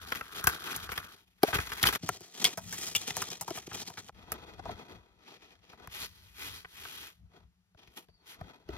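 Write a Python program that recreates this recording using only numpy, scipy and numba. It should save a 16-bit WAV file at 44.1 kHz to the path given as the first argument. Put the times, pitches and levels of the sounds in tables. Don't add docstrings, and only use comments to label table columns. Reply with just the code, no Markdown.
import sys
import numpy as np
from scipy import signal
from scipy.fft import rfft, irfft, next_fast_len
from scipy.io import wavfile
from scipy.ndimage import uniform_filter1d
from numba import njit

SR = 44100
rng = np.random.default_rng(int(sys.argv[2]) if len(sys.argv) > 2 else 0)


def waveform_to_disk(signal):
    frames = np.transpose(np.atleast_2d(signal))
    scaled = np.clip(frames, -1, 1) * 32767
    samples = np.round(scaled).astype(np.int16)
    wavfile.write(sys.argv[1], SR, samples)


N = 386933

# f/Hz, level/dB, t60/s
BOARD_MODES = [(390.2, -0.5, 0.031), (727.1, -1.5, 0.033), (1030, -5, 0.039), (1347, -5.5, 0.049),
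               (1515, 1, 0.022), (1987.5, -0.5, 0.03), (2474.1, -1, 0.046), (3230.7, 7, 0.02),
               (4862, 8.5, 0.0087), (6430, 4.5, 0.01)]
PANEL_MODES = [(71.5, -0.5, 0.1), (92.3, -4.5, 0.1), (169.8, -5.5, 0.081)]
# t/s, level/dB
PANEL_SWAY = [(0, -60), (1.04, -53), (1.33, -71), (2.86, -73.5), (3.2, -57.5), (4.05, -58.5), (5.43, -72),
              (7.23, -69), (8.11, -65), (8.77, -77)]
# peak t/s, level/dB, time to fall 20 dB/s
PANEL_BENDS = [(.5, -39, 0.08), (1.58, -38.5, 0.2034), (1.861, -38.5, 0.0773), (2.061, -39, 0.1961),
               (2.46, -50, 1.16), (2.6, -47.5, 1.12), (3.0, -49.5, 2.5), (4.351, -53, .5),
               (5.89, -54, 1.5053), (6.649, -58.5, 0.01), (8.44, -45, 0.07), (8.711, -50, 0.2)]
CONTACTS = {"prise": (5, 3198.5, -5, -6.5, 0.9345), "rip": (5, 1650.5, -6.5, -10.5, 1.375),
            "crumple": (6, 3599.5, -3.5, -3, 1), "peel": (4, 5500.5, -1, -8, 1.3047),
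            "handle": (3.5, 800.5, -20, -0.14, 1.2171), "slide": (0.95, 2999.5, -5, -12.5, 2),
            "brush": (4, 2499, -16, -1.5, 2.5)}
# peak t/s, level/dB, swell/s and fade/s (each over 20 dB), kind of contact
HAND_STROKES = [(.14, -46.5, 0.25, 0.21, "prise"), (.36, -46, .17, 0.22, "prise"),
                (.48, -39, 0.099, 0.24, "prise"), (.68, -41.5, 0.096, 0.34, "prise"),
                (1.0, -48, 0.27, .19, "prise"), (1.459, -38.5, 0.04, 0.21, "rip"),
                (1.57, -38, 0.067, 0.11, "rip"), (1.76, -41.5, 0.13, 0.13, "rip"),
                (1.86, -28, 0.069, 0.12, "rip"), (1.94, -36.5, 0.041, 0.056, "rip"),
                (2.1, -45.5, 0.15, 0.1056, "crumple"), (2.22, -60, 0.2, 0.504, "crumple"),
                (2.459, -38.5, 0.11, 0.084, "crumple"), (2.76, -48, 0.19, 0.48, "peel"),
                (2.855, -42.5, 0.12, .16, "peel"), (3.09, -45.5, 0.13, 0.06, "crumple"),
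                (3.23, -40.5, 0.23, 0.072, "crumple"), (3.33, -43, 0.12, 0.0677, "crumple"),
                (3.559, -47.5, 0.17, 0.133, "crumple"), (3.788, -38, 0.094, 0.055, "crumple"),
                (3.86, -52, 0.049, 0.15, "crumple"), (3.99, -54, 0.077, 0.26, "crumple"),
                (4.19, -59, .1, 0.23, "handle"), (4.33, -49.5, 0.069, 0.19, "handle"),
                (4.52, -55.5, 0.27, 0.31, "handle"), (4.712, -46.5, 0.11, 0.0713, "handle"),
                (4.8, -50.5, 0.044, 0.088, "handle"), (4.909, -52, 0.17, 0.1, "handle"),
                (5.061, -68.5, 0.22, 0.47, "handle"), (5.3, -60, 0.11, 0.16, "brush"),
                (5.5, -64.5, 0.19, .12, "brush"), (5.659, -63.5, 0.069, 0.13, "brush"),
                (5.83, -57, .1, .12, "handle"), (5.96, -46.5, 0.061, 0.045, "slide"),
                (6.029, -43.5, 0.0635, 0.056, "slide"), (6.219, -65.5, 0.473, 0.28, "slide"),
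                (6.44, -45.5, 0.0958, 0.1107, "slide"), (6.56, -51.5, 0.084, 0.0887, "slide"),
                (6.86, -51, .2, 0.2615, "slide"), (7.051, -51.5, 0.22, 0.0757, "slide"),
                (7.365, -59.5, 0.083, .09, "handle"), (7.785, -65.5, 0.015, .2, "brush"),
                (7.978, -53.5, 0.07, .07, "crumple"), (8.31, -53.5, 0.06, 0.07, "slide"),
                (8.491, -57, 0.28, 0.197, "handle"), (8.748, -48, 0.069, 0.18, "handle")]
# t/s, level/dB, f/Hz of the spot, rip length/s, relative crack level/dB
FRACTURES = [(0.121, -20, 1590, 0.0266, -20.5), (0.151, -29.5, 1913, 0.063, -12),
             (0.21, -26, 1560, 0.0186, -22.5), (0.441, -25, 1270, 0.0497, -10),
             (0.471, -12.5, 1547, 0.078, -10), (0.763, -33.5, 1284, 0.034, 0),
             (0.891, -29.5, 1368, 0.034, -38.5), (0.918, -30.5, 1836, 0.0845, -12.5),
             (0.977, -22, 1742, 0.04, -16.5), (1.432, -7, 422.4, 0.026, -18.5),
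             (1.479, -29, 702, 0.178, -39.5), (1.53, -20, 1532, 0.076, -35.5),
             (1.553, -19.5, 1700, 0.029, -37.5), (1.585, -20, 1603, 0.0636, -28),
             (1.719, -25.5, 1753, 0.037, -19.5), (1.829, -15.5, 3580, 0.0243, -9),
             (1.838, -14, 1890, 0.0203, -19.5), (1.853, -19.5, 1346, 0.031, -22),
             (1.871, -12.5, 3145, 0.05, -10), (1.887, -18, 1713, 0.03, -17.5),
             (1.927, -27, 1693, 0.034, -9), (1.951, -27.5, 2008, 0.02, -10.5),
             (1.958, -23, 1744, 0.02, -9.5), (2.032, -33, 295, 0.0645, -31.5),
             (2.09, -18.5, 897, 0.0176, -13), (2.207, -40, 349, 0.0315, -16),
             (2.443, -16.5, 3104, 0.035, -9.5), (2.449, -15, 3361, 0.0714, -14),
             (2.574, -30.5, 955, 0.07, -12.5), (2.726, -34.5, 1830, 0.072, -5.5),
             (2.951, -19, 2846, 0.059, -13), (2.961, -24, 3423, 0.083, -11),
             (3.105, -27.5, 2620, 0.024, -28.5), (3.168, -27, 870.7, 0.039, -4),
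             (3.219, -26.5, 1103, 0.059, -13), (3.303, -39, 5500, 0.0184, -10.5),
             (3.411, -33, 863, 0.068, -4.5), (3.479, -30.5, 863.5, 0.0705, -16),
             (3.505, -25, 371, 0.0307, -25.5), (3.572, -32.5, 1000, 0.0366, -14.5),
             (3.675, -34, 336.4, 0.0196, -22.5), (3.713, -36.5, 1372, 0.049, -35),
             (3.899, -40, 934, 0.085, -18.5), (3.973, -34.5, 1350, 0.088, -25),
             (4.093, -32, 824, 0.0178, -28), (4.319, -27, 1279, 0.0443, -6.5),
             (4.593, -34.5, 776, 0.0376, -48), (4.655, -31, 734, 0.0433, -43.5),
             (4.692, -30, 713, 0.0484, -44), (5.731, -44, 910, 0.043, -22.5),
             (5.874, -34, 1150, 0.017, -14), (6.647, -37, 1552, 0.0517, -43.5),
             (6.852, -35, 1340, 0.055, -30), (7.747, -55, 650, 0.02, -31.5),
             (7.875, -48.5, 2300, 0.03, -20), (8.085, -50.5, 494, 0.02, -31),
             (8.411, -34.5, 968, 0.0243, -28.5), (8.689, -29.5, 373, 0.0466, -36)]
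# f/Hz, phase/rad, switched phase/rad, coherence, switched coherence, level/dB
PORT_RESPONSE = [(0, -.3, 0, .93, .93, -4.5), (1000, -1.4, -.9, .65, .7, -3),
                 (3000, -2.7, -1.3, .45, .72, -2.5), (5500, -4.8, -2.6, .5, .8, -1.5),
                 (8300, -3.14, -2.8, 1, .6, 0), (12500, 0, -4.7, 1, .7, 0), (16500, 3.3, -3.4, .8, .8, 0)]

AIR_DB, HUM_HZ, HUM_DB = -84, 178, -81
SQUEAK_S, SQUEAK_DB, SQUEAK_HZ, SQUEAK_FADE_S = 8.165, -76, 4480, .2
BEND_SWELL_S = 0.11
CREAK_PER_S, CREAK_HZ, CREAK_DB, CREAK_END_S = 103, 1370, -2, 1.2
SWITCH_S, DIP_S, SWITCHED_CUT_HZ, PRESENCE_BAND_DB = (1.985, 4.115), 0.032, 113.4, 6
HOLLOW_HZ, HOLLOW_WIDTH_HZ, TOP_HZ = 555.2, 88, 15800


def undb(db):
    return 10 ** (np.asarray(db) / 20)


def unit(x):
    return x / np.sqrt(np.mean(x ** 2))


def fade(t, t60):
    return np.exp(-np.log(1000) * t / t60)


def band(x, lo_hz, hi_hz, order=2):
    return signal.sosfilt(signal.butter(order, [lo_hz, hi_hz], "band", fs=SR, output="sos"), x)


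@njit
def resonator(x, hz, q):
    y = np.empty(len(x))
    band_state, low_state, damping = 0., 0., 1 / q
    for i in range(len(x)):
        g = np.tan(np.pi * hz[i] / SR)
        v = (band_state + g * (x[i] - low_state)) / (1 + g * (g + damping))
        band_state, low_state = 2 * v - band_state, low_state + 2 * g * v
        y[i] = damping * v
    return y


def wander(per_s):
    hold = int(SR / per_s)
    steps = np.repeat(rng.standard_normal(N // hold + 1), hold)
    return unit(uniform_filter1d(steps, hold)[:N])


def hump(t, peak_s, db, swell_s, fade_s, bluntness):
    distance = np.where(t < peak_s, (peak_s - t) / swell_s, (t - peak_s) / fade_s)
    return undb(2 * (db - 20 * distance ** bluntness)) + 1e-14


def ring(modes, weight_db, t, dispersion):
    hz, db, t60 = np.transpose(modes)[:, :, None]
    delay_s = dispersion * (1 / np.sqrt(hz) - 1 / np.sqrt(hz.max()))
    age = np.maximum(t - delay_s, 0)
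    return np.sum(undb(db + weight_db) * np.sin(2 * np.pi * hz * age) * fade(age, t60), axis=0)


def slips(size, per_s, scatter_db, t60):
    hit = rng.random(size) < per_s / SR
    bias_db = scatter_db ** 2 * np.log(10) / 10
    power = hit * undb(2 * (scatter_db * rng.standard_normal(size) - bias_db)) * SR / per_s
    pole = fade(2 / SR, t60)
    return np.sqrt(signal.lfilter([1 - pole], [1, -pole], power)) * rng.standard_normal((2, size))


def room():
    air, hum = rng.standard_normal((2, 2, N))
    air = unit(band(air, 60, 3200, order=1))
    hum = unit(band(hum, HUM_HZ - 8, HUM_HZ + 8))
    return undb(AIR_DB) * air + undb(HUM_DB) * hum


def squeak():
    now = np.arange(N) / SR
    hz = SQUEAK_HZ * (1 + .012 * wander(40) - .2 * np.clip(now - SQUEAK_S, -1, 1))
    noise = rng.standard_normal((2, N))
    tone = unit(np.array([resonator(resonator(x, hz, q=16.), hz, q=16.) for x in noise]))
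    envelope = np.sqrt(hump(now, SQUEAK_S, SQUEAK_DB, SQUEAK_FADE_S, SQUEAK_FADE_S, bluntness=1))
    return undb(4 * wander(45)) * tone * envelope


def bending_db(t):
    sway = undb(2 * np.interp(t, *np.transpose(PANEL_SWAY)))
    bends = sum(hump(t, s, db, BEND_SWELL_S, fade_s, bluntness=0.948) for s, db, fade_s in PANEL_BENDS)
    return 10 * np.log10(sway + bends)


def hands(now):
    t = np.arange(0, N / SR, .002)
    power = np.array([hump(t, *stroke, CONTACTS[kind][4]) for *stroke, kind in HAND_STROKES])
    total = power.sum(axis=0)
    contact = np.array([CONTACTS[kind][:4] for *_, kind in HAND_STROKES]).T @ (power / total)
    return [np.interp(now, t, curve) for curve in (10 * np.log10(total), *contact)]


def creak():
    cycles = np.cumsum(CREAK_PER_S * 2 ** (.45 * wander(30)) / SR)
    ticks = np.diff(np.floor(cycles), prepend=0) * undb(4.5 * rng.standard_normal(N))
    puffs = 0.21 * np.exp(-(cycles % 1) / 0.32) * rng.standard_normal((2, N))
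    flap = band(ticks + puffs, CREAK_HZ / 1.2, CREAK_HZ * 1.2)
    return unit(flap) * (np.arange(N) < CREAK_END_S * SR)


def rubbing():
    now, t = np.arange(N) / SR, np.arange(SR // 8) / SR
    rub_db, scatter_db, colour_hz, fizz_db, body_db = hands(now)
    flex_db = np.interp(now, now[::64], bending_db(now[::64]))
    bunch_db = 0.55 * scatter_db * (wander(45) + wander(130)) - 0.12 * scatter_db ** 2
    grain = undb(bunch_db) * slips(N, per_s=2500., scatter_db=0.38 * np.clip(scatter_db, 0, 10), t60=0.008)
    board_response = ring(BOARD_MODES, 0, t[:SR // 25], dispersion=0.02988)
    board = unit(signal.oaconvolve(grain, board_response[None], axes=1)[:, :N])
    hiss = unit(band(grain, 820, 5400, order=3))
    spot_hz = colour_hz * 2 ** (0.26 * wander(15))
    rub = np.array([resonator(x, colour_hz, q=0.39) + 0.6 * resonator(x, spot_hz, q=3.6) for x in hiss])
    rub += 0.24 * unit(band(board, 900, 3000))
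    push = grain + 3.1 * undb(6.4 * wander(9.2)) * rng.standard_normal((2, N))
    panel_response = ring(PANEL_MODES, 0, t, dispersion=0.038)
    flex = signal.oaconvolve(push, panel_response[None], axes=1)[:, :N]
    layers = [(unit(rub) + undb(CREAK_DB) * creak(), rub_db),
              (band(grain, 4300, 19000), rub_db + fizz_db),
              (band(board, 150, 1000), rub_db + body_db),
              (flex, flex_db)]
    return sum(undb(db) * unit(x) for x, db in layers)


def gripped_modes(spot_hz, rip_s):
    modes = np.array(BOARD_MODES)
    nearest = np.argmin(np.abs(np.log(modes[:, 0] / spot_hz)))
    modes[:, 0] *= 2 ** (rng.standard_normal(len(modes)) / 10)
    modes[nearest, 0] = spot_hz
    modes[nearest, 2] = 0.015 + 0.24 * rip_s
    modes[:, 2] *= np.minimum(500 / modes[:, 0], 1) ** 0.62
    return modes


def snaps(after_db=-15.5, thump_db=9):
    body, crack, kicks = np.zeros((3, 2, N + SR))
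    t = np.arange(SR // 8) / SR
    for onset_s, db, spot_hz, rip_s, crack_db in FRACTURES:
        start = int(onset_s * SR)
        span = slice(start, start + len(t))
        force = undb(after_db) * slips(len(t), per_s=700., scatter_db=3.2, t60=0.006) * fade(t, rip_s)
        force[:, 0] = 1
        modes = gripped_modes(spot_hz, rip_s)
        octaves_off = np.abs(np.log2(modes[:, :1] / spot_hz))
        for path in range(2):
            weight_db = 2.5 * rng.standard_normal(octaves_off.shape) - np.minimum(13 * octaves_off, 24)
            response = ring(modes, weight_db, t[:SR // 25], dispersion=0.05)
            ringing = signal.fftconvolve(force[path], response)[:len(t)]
            body[path, span] += undb(db) * ringing / np.abs(ringing).max()
        crack[:, span] += undb(db + crack_db + 22) * force
        kicks[:, start] += undb(bending_db(onset_s + 0.025) + thump_db)
    thump = signal.oaconvolve(kicks, ring(PANEL_MODES, 0, t, dispersion=0.095)[None], axes=1)
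    snap = band(body, 310, 18000) + band(crack, 4500, 22000) + undb(-5) * band(crack, 1500, 4000)
    return snap[:, :N] + thump[:, :N]


def ports(paths):
    now, size = np.arange(N) / SR, next_fast_len(N + 4096)
    hz, *columns = np.transpose(PORT_RESPONSE)
    bin_hz = np.arange(size // 2 + 1) * SR / size
    phase, thin_phase, coherence, thin_coherence, db = (np.interp(bin_hz, hz, c) for c in columns)
    on, off = SWITCH_S
    switched = (now > on) & (now < off)
    dip = np.clip(np.minimum(abs(now - on), abs(now - off)) / DIP_S, .1, 1)
    full = paths * dip * ~switched
    thin = band(paths * dip * switched, SWITCHED_CUT_HZ, 20000, order=3)
    thin += undb(PRESENCE_BAND_DB) * band(thin, 5156, 6978, order=1)
    right = 0
    for part, shift, shared in ((full, phase, coherence), (thin, thin_phase, thin_coherence)):
        shared = np.clip(shared, 0, 1)
        first, second = rfft(part, size)
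        right += undb(db) * (shared * np.exp(1j * shift) * first + np.sqrt(1 - shared ** 2) * second)
    return np.array([full[0] + thin[0], irfft(right, size)[:N]])


def scene():
    return undb(4) * ports(snaps() + rubbing() + squeak() + room())


def record(dry):
    notch = signal.iirnotch(HOLLOW_HZ, HOLLOW_HZ / HOLLOW_WIDTH_HZ, SR)
    hollow = signal.lfilter(*notch, dry)
    low_pass = signal.ellip(10, .2, 70, TOP_HZ, fs=SR, output="sos")
    return signal.sosfilt(low_pass, band(hollow, 54, 14000))


dry = scene()
out = record(dry)
waveform_to_disk(out)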